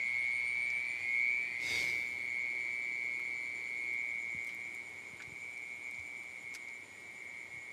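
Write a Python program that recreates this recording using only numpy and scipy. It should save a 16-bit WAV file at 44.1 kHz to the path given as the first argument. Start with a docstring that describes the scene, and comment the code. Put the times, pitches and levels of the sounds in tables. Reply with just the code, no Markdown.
"""Mole cricket in a night garden

A mole cricket trills in a damp garden at night while someone walks slowly away from it with a phone.
Each wing stroke is a short tone burst, with octave, undertone and rasp, a shifting ground bounce and plant echoes.
Two small crickets chirp higher up in gated tone bursts; a leaf brushes past as comb-filtered noise.
Steps are decaying sines, twigs and grass resonant noise clicks, over distant traffic, far insects and mains hum."""
import sys
import numpy as np
from scipy import signal
from scipy.fft import rfft, irfft
from scipy.io import wavfile
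from scipy.ndimage import uniform_filter1d, map_coordinates

SR = 44100
rng = np.random.default_rng(int(sys.argv[2]) if len(sys.argv) > 2 else 0)


def wrap_up_sound(samples):
    """Save the sound to the file named by the first command line argument, as 16-bit audio."""
    columns = np.atleast_2d(samples).T
    # keep every value between -1 and 1, then stretch to whole-number steps
    tamed = np.clip(columns, -1, 1)
    steps = np.round(tamed * 32767).astype(np.int16)
    wavfile.write(sys.argv[1], SR, steps)


N = 340452
TIME = np.arange(N) / SR

# Direct trill tone at the moving phone, before dips and flutter. Each row: time in seconds, level in dB.
TRILL_LEVEL = [(0.0, -37), (0.85, -39), (1.15, -34), (1.45, -37), (1.95, -38), (2.15, -45.5), (2.35, -40.1),
               (3.3, -42), (3.65, -45), (3.95, -40.5), (4.35, -43.5), (5.1, -53.5), (5.9, -49),
               (6.4, -50.5), (6.75, -48.9), (6.92, -60), (7.28, -49), (7.72, -51.5)]
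# Delay of the ground bounce as the phone moves. Each row: time in seconds, lag in ms.
GROUND_LAG = [(0.0, 2.359), (0.6, 2.225), (1.0, 2.026), (1.52, 1.559), (1.85, 1.403), (4.9, 1.404),
              (5.55, 1.281), (7.0, 1.459), (7.72, 1.401)]
# Brief dips of the trill. Each row: centre in seconds, length in seconds, depth in dB.
TRILL_DIPS = [(1.0, .09, 2.5), (4.215, .04, 3.5), (5.17, .05, 3), (6.46, .05, 2), (6.86, .025, 8),
              (7.493, .026, 11)]
# Spectrum of the leaf's hiss. Each row: frequency in Hz, relative level in dB.
LEAF_HISS_SPECTRUM = [(1200, -19), (2600, 1.5), (3250, -4.5), (3700, 6.5), (4100, -6.5), (4700, 5),
                      (5300, -4), (6100, -4), (7000, -8.5), (8000, -9), (11000, -22), (15000, -35)]
# Spectrum of the leaf's low scrape. Each row: frequency in Hz, relative level in dB.
LEAF_SCRAPE_SPECTRUM = [(40, -42), (80, 5), (140, -4.5), (270, -8.5), (410, -3), (650, -9.5), (950, -9.5),
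                        (1200, -20), (1800, -7.5), (3000, -24.5)]
# Soft steps and hand knocks. Each row: start in seconds, level in dB, starting pitch in Hz, t60 in seconds.
STEP_THUDS = [(4.346, -37.5, 206, 0.023), (4.357, -49, 106, 0.11), (5.133, -42, 180, 0.018),
              (5.273, -44.5, 120, 0.034), (5.294, -47, 302, 0.03), (5.32, -43.5, 151, 0.03),
              (5.984, -49.5, 97, 0.16), (6.44, -53, 140, 0.035), (7.537, -48, 132, 0.04),
              (7.568, -50, 130, 0.052)]
# Twigs and grass snapping. Each row: start in seconds, peak in dB, centre in Hz, width of one filter pass
# in Hz, t60 of the exciting noise in seconds.
TWIG_SNAPS = [(0.701, -44.5, 5660, 3000, .037), (3.194, -48, 1300, 1200, .04),
              (3.198, -54, 10000, 9000, .02), (3.935, -50.5, 9500, 9000, .04),
              (4.446, -45, 7000, 7000, .015), (4.468, -47.5, 6500, 9000, 0.11),
              (4.492, -41, 2620, 2000, 0.039), (4.502, -51, 3400, 3500, 0.09),
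              (4.546, -49, 11000, 9000, .02), (4.748, -47.5, 9000, 8000, .015),
              (5.201, -40.5, 1680, 900, 0.093), (5.221, -45, 4100, 3500, 0.048),
              (5.576, -47.5, 6500, 6000, .015), (5.91, -46, 7000, 7000, 0.033),
              (5.948, -49, 4200, 4000, 0.0091), (5.997, -49, 4140, 4000, .017),
              (6.54, -38, 6150, 6000, .012), (6.548, -40, 2000, 1600, 0.07),
              (6.548, -36, 5650, 5500, 0.065), (6.686, -46, 5500, 5000, .015)]
# Spectrum of distant traffic and night air. Each row: frequency in Hz, relative level in dB.
NIGHT_SPECTRUM = [(45, -24), (60, -13), (85, -2), (125, -6), (180, -2.5), (240, -4.5), (350, -4), (500, -6),
                  (950, -4.5), (1400, -10), (3200, -10), (5500, -17), (9000, -20.5), (12000, -28),
                  (15000, -31.5)]
# Far insect bands. Each row: centre in Hz, width of one filter pass in Hz, mean level in dB.
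INSECT_BANDS = [(4130, 460, -86), (6970, 660, -72.5), (8730, 1700, -76), (10750, 680, -82.5)]

# Wings: initial stroke rate, its slow sag, mean ring tone
STROKE_HZ, SAG_HZ_PER_S, WING_HZ = 121.55, .15, 2230
# Falter: the stroke rate drops quickly and recovers slowly
FALTER_S, FALTER_ATTACK_S, FALTER_HZ, RECOVER_DB_PER_S = 3.87, .32, 4.4, 14
# Stroke-to-stroke scatter: phase, extra phase while faltering, level at the burrow
SLIP_RAD, FALTER_SLIP_RAD, FORCE_DB = .86, .35, .5
# Weaker parts of the song, and its plant echo, close to the burrow
OCTAVE_DB, UNDERTONE_DB, RASP_DB, ECHO_DB = -63.5, -62.5, -56.5, -51
# The highs leave as a beam and fade as the phone turns aside
OCTAVE_FADE_DB_PER_S, RASP_FADE_DB_PER_S = 1.3, 2.5
# Walk away from the burrow, losses over it, and trill flutter once plants are in the way
RETREAT_S, RETREAT_LENGTH_S = 3.86, 1.27
OCTAVE_LOSS_DB, UNDERTONE_LOSS_DB, RASP_LOSS_DB, ECHO_LOSS_DB, FLUTTER_DB = 59, 2.3, 9, 5, 1.5
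# Ground bounce as a share of the direct sound: song, octave
SONG_BOUNCE_SHARE, OCTAVE_BOUNCE_SHARE = .66, .55
# Closest approach to the pots, and half width of the stay
POTS_S, POTS_WIDTH_S = 0.49, 0.64
# Leaf brush: timing, then level and release of hiss and scrape
BRUSH_S, BRUSH_ATTACK_S, BRUSH_HOLD_S = 1.577, .14, 0.086
HISS_DB, HISS_FALL_DB_PER_S, SCRAPE_DB, SCRAPE_FALL_DB_PER_S = -42, 79, -49, 41
# Leaf's reflection off the hand: first lag, growth
HAND_LAG_MS, HAND_LAG_MS_PER_S = 0.7, .94
# Vehicle on a distant road
ROAD_S, ROAD_ATTACK_S, ROAD_DB, ROAD_FALL_DB_PER_S = 0.18, 2, -64, 1
# Upper limit of the phone's pickup
TOP_HZ = 15350


def scene():
    """Sum of all the garden's sounds at one microphone."""
    low_cricket = chirper(chirp_hz=9.3, mean_db=-70, at_pots_db=-2.5, first_cycle=0.4, tone_hz=7080,
                          glide_hz=350, stroke_hz=110, sharpness=3.7, wet=1.15)
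    high_cricket = chirper(chirp_hz=7.55, mean_db=-77, at_pots_db=12.5, first_cycle=0.53, tone_hz=8895,
                           glide_hz=900, stroke_hz=118, sharpness=1.4, wet=0.57)
    insects = mole_cricket() + low_cricket + high_cricket
    contacts = leaf_brush() + footfalls() + grass()
    return (insects + contacts + night())[None]


def mole_cricket():
    """Stroke train: wing tone, weak octave, lower resonance, file rasp, ground bounce and plant echo."""
    (trill_db,), (lag_ms,), away = curves(TRILL_LEVEL), curves(GROUND_LAG), retreat()
    falter = swell(FALTER_S, FALTER_ATTACK_S, 0, RECOVER_DB_PER_S)
    stroke_hz = STROKE_HZ - SAG_HZ_PER_S * TIME - FALTER_HZ * falter
    stroke, part = wing(stroke_hz, wander=.003)
    # every stroke catches the file a little differently
    catch, force, detune = rng.standard_normal((stroke[-1] + 1, 3))[stroke].T
    slip_rad = (SLIP_RAD + FALTER_SLIP_RAD * falter) * catch

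    envelope, phase = burst(part, stroke_hz, WING_HZ + 14 * detune, glide_hz=31.2, skew=0.76)
    envelope = envelope ** 1.65 * undb(FORCE_DB * (1 + away) * force)
    # the horn of the burrow gently favours a broad band around the wing tone
    tone = unit(resonate(envelope * np.sin(phase + slip_rad), 2390, 1900))
    tone = tone * undb(-dips())

    _, octave_phase = burst(part, stroke_hz, 4450 + 35 * detune, glide_hz=200, skew=1)
    octave_noise = unit(resonate(noise(), 4240, 560))
    octave = unit(envelope * (np.sin(octave_phase + 2 * slip_rad) + 0.23 * octave_noise))
    octave = octave * undb(OCTAVE_DB - OCTAVE_FADE_DB_PER_S * TIME - OCTAVE_LOSS_DB * away)

    _, low_phase = burst(part, stroke_hz, tone_hz=1998, glide_hz=30, skew=1)
    undertone = unit(resonate(envelope * np.sin(low_phase + slip_rad), 1865, 120))
    undertone = undertone * undb(UNDERTONE_DB - UNDERTONE_LOSS_DB * away + 2 * walk(9.1))

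    # the same uneven teeth pass in every stroke, with fresh scraping on top
    teeth = rng.standard_normal(size=90)
    scrape = envelope * (teeth[(part * len(teeth)).astype(int)] + 1.75 * noise())
    rasp = unit(resonate(scrape, 2505, 1670) + 0.23 * resonate(scrape, 3070, 300))
    rasp = rasp * undb(RASP_DB - RASP_FADE_DB_PER_S * TIME - RASP_LOSS_DB * away)

    song = tone * undb(trill_db + FLUTTER_DB * away * walk(45)) + undertone
    echo = foliage(tone, t60_s=0.1, shift_hz=1.5) * undb(ECHO_DB - ECHO_LOSS_DB * away)
    bounced_song = reflect(song, lag_ms, SONG_BOUNCE_SHARE)
    bounced_octave = reflect(octave, lag_ms, OCTAVE_BOUNCE_SHARE)
    return bounced_song + bounced_octave + rasp + echo


def wing(stroke_hz, wander):
    """Integrate the stroke rate; returns each stroke's number and the share of it gone by."""
    turns = np.cumsum(stroke_hz * (1 + wander * walk(120))) / SR
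    return turns.astype(int), turns % 1


def burst(part, stroke_hz, tone_hz, glide_hz, skew):
    """One swelling tone per stroke; returns its envelope and the phase of the wing's ring."""
    age_s = (part - .5) / stroke_hz
    envelope = np.sin(np.pi * part ** skew) ** 2
    # the scraper slows along the file, so the tone sags within a stroke
    phase = 2 * np.pi * age_s * (tone_hz - glide_hz * (part - .5) / 2)
    return envelope, phase


def retreat():
    """Share of the walk away from the burrow that lies behind, 0 to 1."""
    return np.clip((TIME - RETREAT_S) / RETREAT_LENGTH_S, 0, 1)


def dips():
    """Level lost in the trill's brief bell-shaped dips, in dB."""
    return sum(db * np.exp(-(2 * (TIME - s) / length_s) ** 2) for s, length_s, db in TRILL_DIPS)


def chirper(chirp_hz, mean_db, at_pots_db, first_cycle, tone_hz, glide_hz, stroke_hz, sharpness, wet):
    """Small cricket: quick strokes gated into regular chirps; louder or screened beside the pots."""
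    chirp_rate = chirp_hz * (1 + .02 * walk(2))
    # first_cycle places the first chirp's peak, as a share of a cycle
    gate = np.abs(np.cos(np.pi * (np.cumsum(chirp_rate) / SR - first_cycle))) ** sharpness
    stroke, part = wing(stroke_hz, wander=.003)
    envelope, phase = burst(part, stroke_hz, tone_hz, glide_hz, skew=1.0)
    catch_rad = 2 * np.pi * rng.random(stroke[-1] + 1)[stroke]
    strokes = envelope ** 2 * np.sin(phase + catch_rad)
    song = unit(gate * strokes * undb(1.6 * walk(12)))
    at_pots = 1 / (1 + ((TIME - POTS_S) / POTS_WIDTH_S) ** 2)
    wet_song = unit(song + wet * foliage(song, t60_s=0.11, shift_hz=3.2))
    return wet_song * undb(mean_db + at_pots_db * at_pots)


def leaf_brush():
    """A leaf slides past the phone with a swish of noise and pushes air at the port."""
    slips = noise() * undb(0.64 * walk(300))
    # the hand's reflection arrives ever later, so its comb of peaks sweeps down
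    lag_ms = HAND_LAG_MS + HAND_LAG_MS_PER_S * np.maximum(TIME - BRUSH_S, 0)
    swish = colour(reflect(slips, lag_ms, 0.4), LEAF_HISS_SPECTRUM)
    hiss = swish * swell(BRUSH_S, BRUSH_ATTACK_S, BRUSH_HOLD_S, HISS_FALL_DB_PER_S)
    scrape = colour(noise(), LEAF_SCRAPE_SPECTRUM)
    scrape = scrape * swell(BRUSH_S, BRUSH_ATTACK_S, BRUSH_HOLD_S, SCRAPE_FALL_DB_PER_S)
    return hiss * undb(HISS_DB) + scrape * undb(SCRAPE_DB)


def footfalls():
    """Thuds on wet ground as sinking, decaying sines; twigs and grass as resonant noise bursts."""
    out, age_s = np.zeros(N + SR), np.arange(SR // 5) / SR
    for s, db, hz, t60_s in STEP_THUDS:
        # the pitch sinks as the contact softens
        thud = np.sin(2 * np.pi * hz * age_s / (1 + 3 * age_s)) * undb(-60 * age_s / t60_s)
        out[int(s * SR):][:len(age_s)] += undb(db) * thud
    for s, db, hz, width_hz, t60_s in TWIG_SNAPS:
        crack = resonate(rng.standard_normal(len(age_s)) * undb(-60 * age_s / t60_s), hz, width_hz)
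        out[int(s * SR):][:len(age_s)] += undb(db) * crack / np.abs(crack).max()
    return out[:N]


def grass(count=45, floor_db=-61, spread_db=3, t60_s=0.02):
    """Faint resonant ticks of wet blades springing back, at random times from 2.3 to 7.3 s."""
    clicks, age_s = np.zeros(N), np.arange(SR // 20) / SR
    when, size = rng.random((count, 2)).T
    start = (np.interp(when, [0, 1], [2.3, 7.3]) * SR).astype(int) % N
    # many ticks near the floor, few loud ones
    clicks[start] = undb(floor_db + spread_db * -np.log(size + .02))
    tick = resonate(rng.standard_normal(len(age_s)) * undb(-60 * age_s / t60_s), 8000, 10000)
    return signal.fftconvolve(clicks, tick / np.abs(tick).max())[:N]


def night(air_db=-57.0, air_fade_db_per_s=0.4652, hum_hz=100, hum_db=-70, hum_fade_db_per_s=1.3):
    """Coloured noise for traffic and air, a sine for mains hum, noise bands for a road and far insects."""
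    # hum and air sink a little further down the garden
    air = colour(noise(), NIGHT_SPECTRUM) * undb(air_db - air_fade_db_per_s * TIME + 0.13 * walk(1.8))
    hum = np.sqrt(2) * np.sin(2 * np.pi * hum_hz * TIME)
    hum = hum * undb(hum_db - hum_fade_db_per_s * TIME + 2 * walk(11))
    road = unit(resonate(noise(), 349, 222)) * undb(ROAD_DB + 1.36 * walk(5.6))
    road = road * swell(ROAD_S, ROAD_ATTACK_S, 0, ROAD_FALL_DB_PER_S)
    chorus = np.zeros(N)
    for hz, width_hz, db in INSECT_BANDS:
        chorus += unit(resonate(noise(), hz, width_hz)) * undb(db + 1.8 * walk(18))
    return air + hum + road + chorus


def foliage(x, t60_s, shift_hz):
    """Countless small echoes; their pattern shifts as the microphone moves."""
    age_s = np.arange(SR // 2) / SR
    # noise tails, silent for the first 4 ms
    tails = rng.standard_normal((2, len(age_s))) * undb(-60 * age_s / t60_s) * (age_s > .004)
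    here, there = (unit(signal.fftconvolve(x, tail)[:N]) for tail in tails)
    place = 2 * np.pi * shift_hz * TIME + walk(4.043)
    return np.cos(place) * here + np.sin(place) * there


def reflect(x, lag_ms, share):
    """Add one reflection; as its lag changes, a comb of notches sweeps through the sound."""
    late = map_coordinates(x, [(TIME - lag_ms / 1000) * SR], mode="mirror")
    return x + share * late


def swell(start_s, attack_s, hold_s, fall_db_per_s):
    """Envelope: straight rise to 1, hold, then a steady fall in dB."""
    age_s = TIME - start_s
    fall_db = fall_db_per_s * np.maximum(age_s - attack_s - hold_s, 0)
    return np.clip(age_s / attack_s, 0, 1) * undb(-fall_db)


def resonate(x, hz, width_hz):
    """A resonance applied twice, for steeper skirts."""
    b, a = signal.iirpeak(min(hz, SR * .45), hz / width_hz, fs=SR)
    return signal.lfilter(b, a, signal.lfilter(b, a, x))


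def colour(x, points):
    """Give a sound the spectrum of (Hz, dB) points, log-interpolated in Hz, at rms 1."""
    hz, db = np.transpose(points)
    bin_hz = np.maximum(np.fft.rfftfreq(len(x), 1 / SR), 1)
    gain = undb(np.interp(np.log(bin_hz), np.log(hz), db))
    return unit(irfft(rfft(x) * gain, len(x)))


def curves(table):
    """Columns of a table, joined by straight lines in time."""
    s, *columns = np.transpose(table)
    return [np.interp(TIME, s, column) for column in columns]


def walk(rate_hz):
    """Slow random drift at rms near 1: held random values, smoothed twice."""
    hold = max(int(SR / rate_hz), 1)
    held = np.repeat(rng.standard_normal(N // hold + 1), hold)
    return unit(uniform_filter1d(uniform_filter1d(held, hold), hold)[:N])


def noise():
    """White noise."""
    return rng.standard_normal(N)


def unit(x):
    """Scale to rms 1."""
    return x / np.sqrt(np.mean(x ** 2))


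def undb(db):
    """Decibels to gain."""
    return 10 ** (np.asarray(db) / 20)


def record(dry):
    """The phone drops the deep bass and cuts the top."""
    dry = signal.sosfilt(signal.butter(8, 56, "high", fs=SR, output="sos"), dry)
    return signal.sosfilt(signal.ellip(10, .2, 70, TOP_HZ, fs=SR, output="sos"), dry)


dry = scene()
out = record(dry)
wrap_up_sound(out)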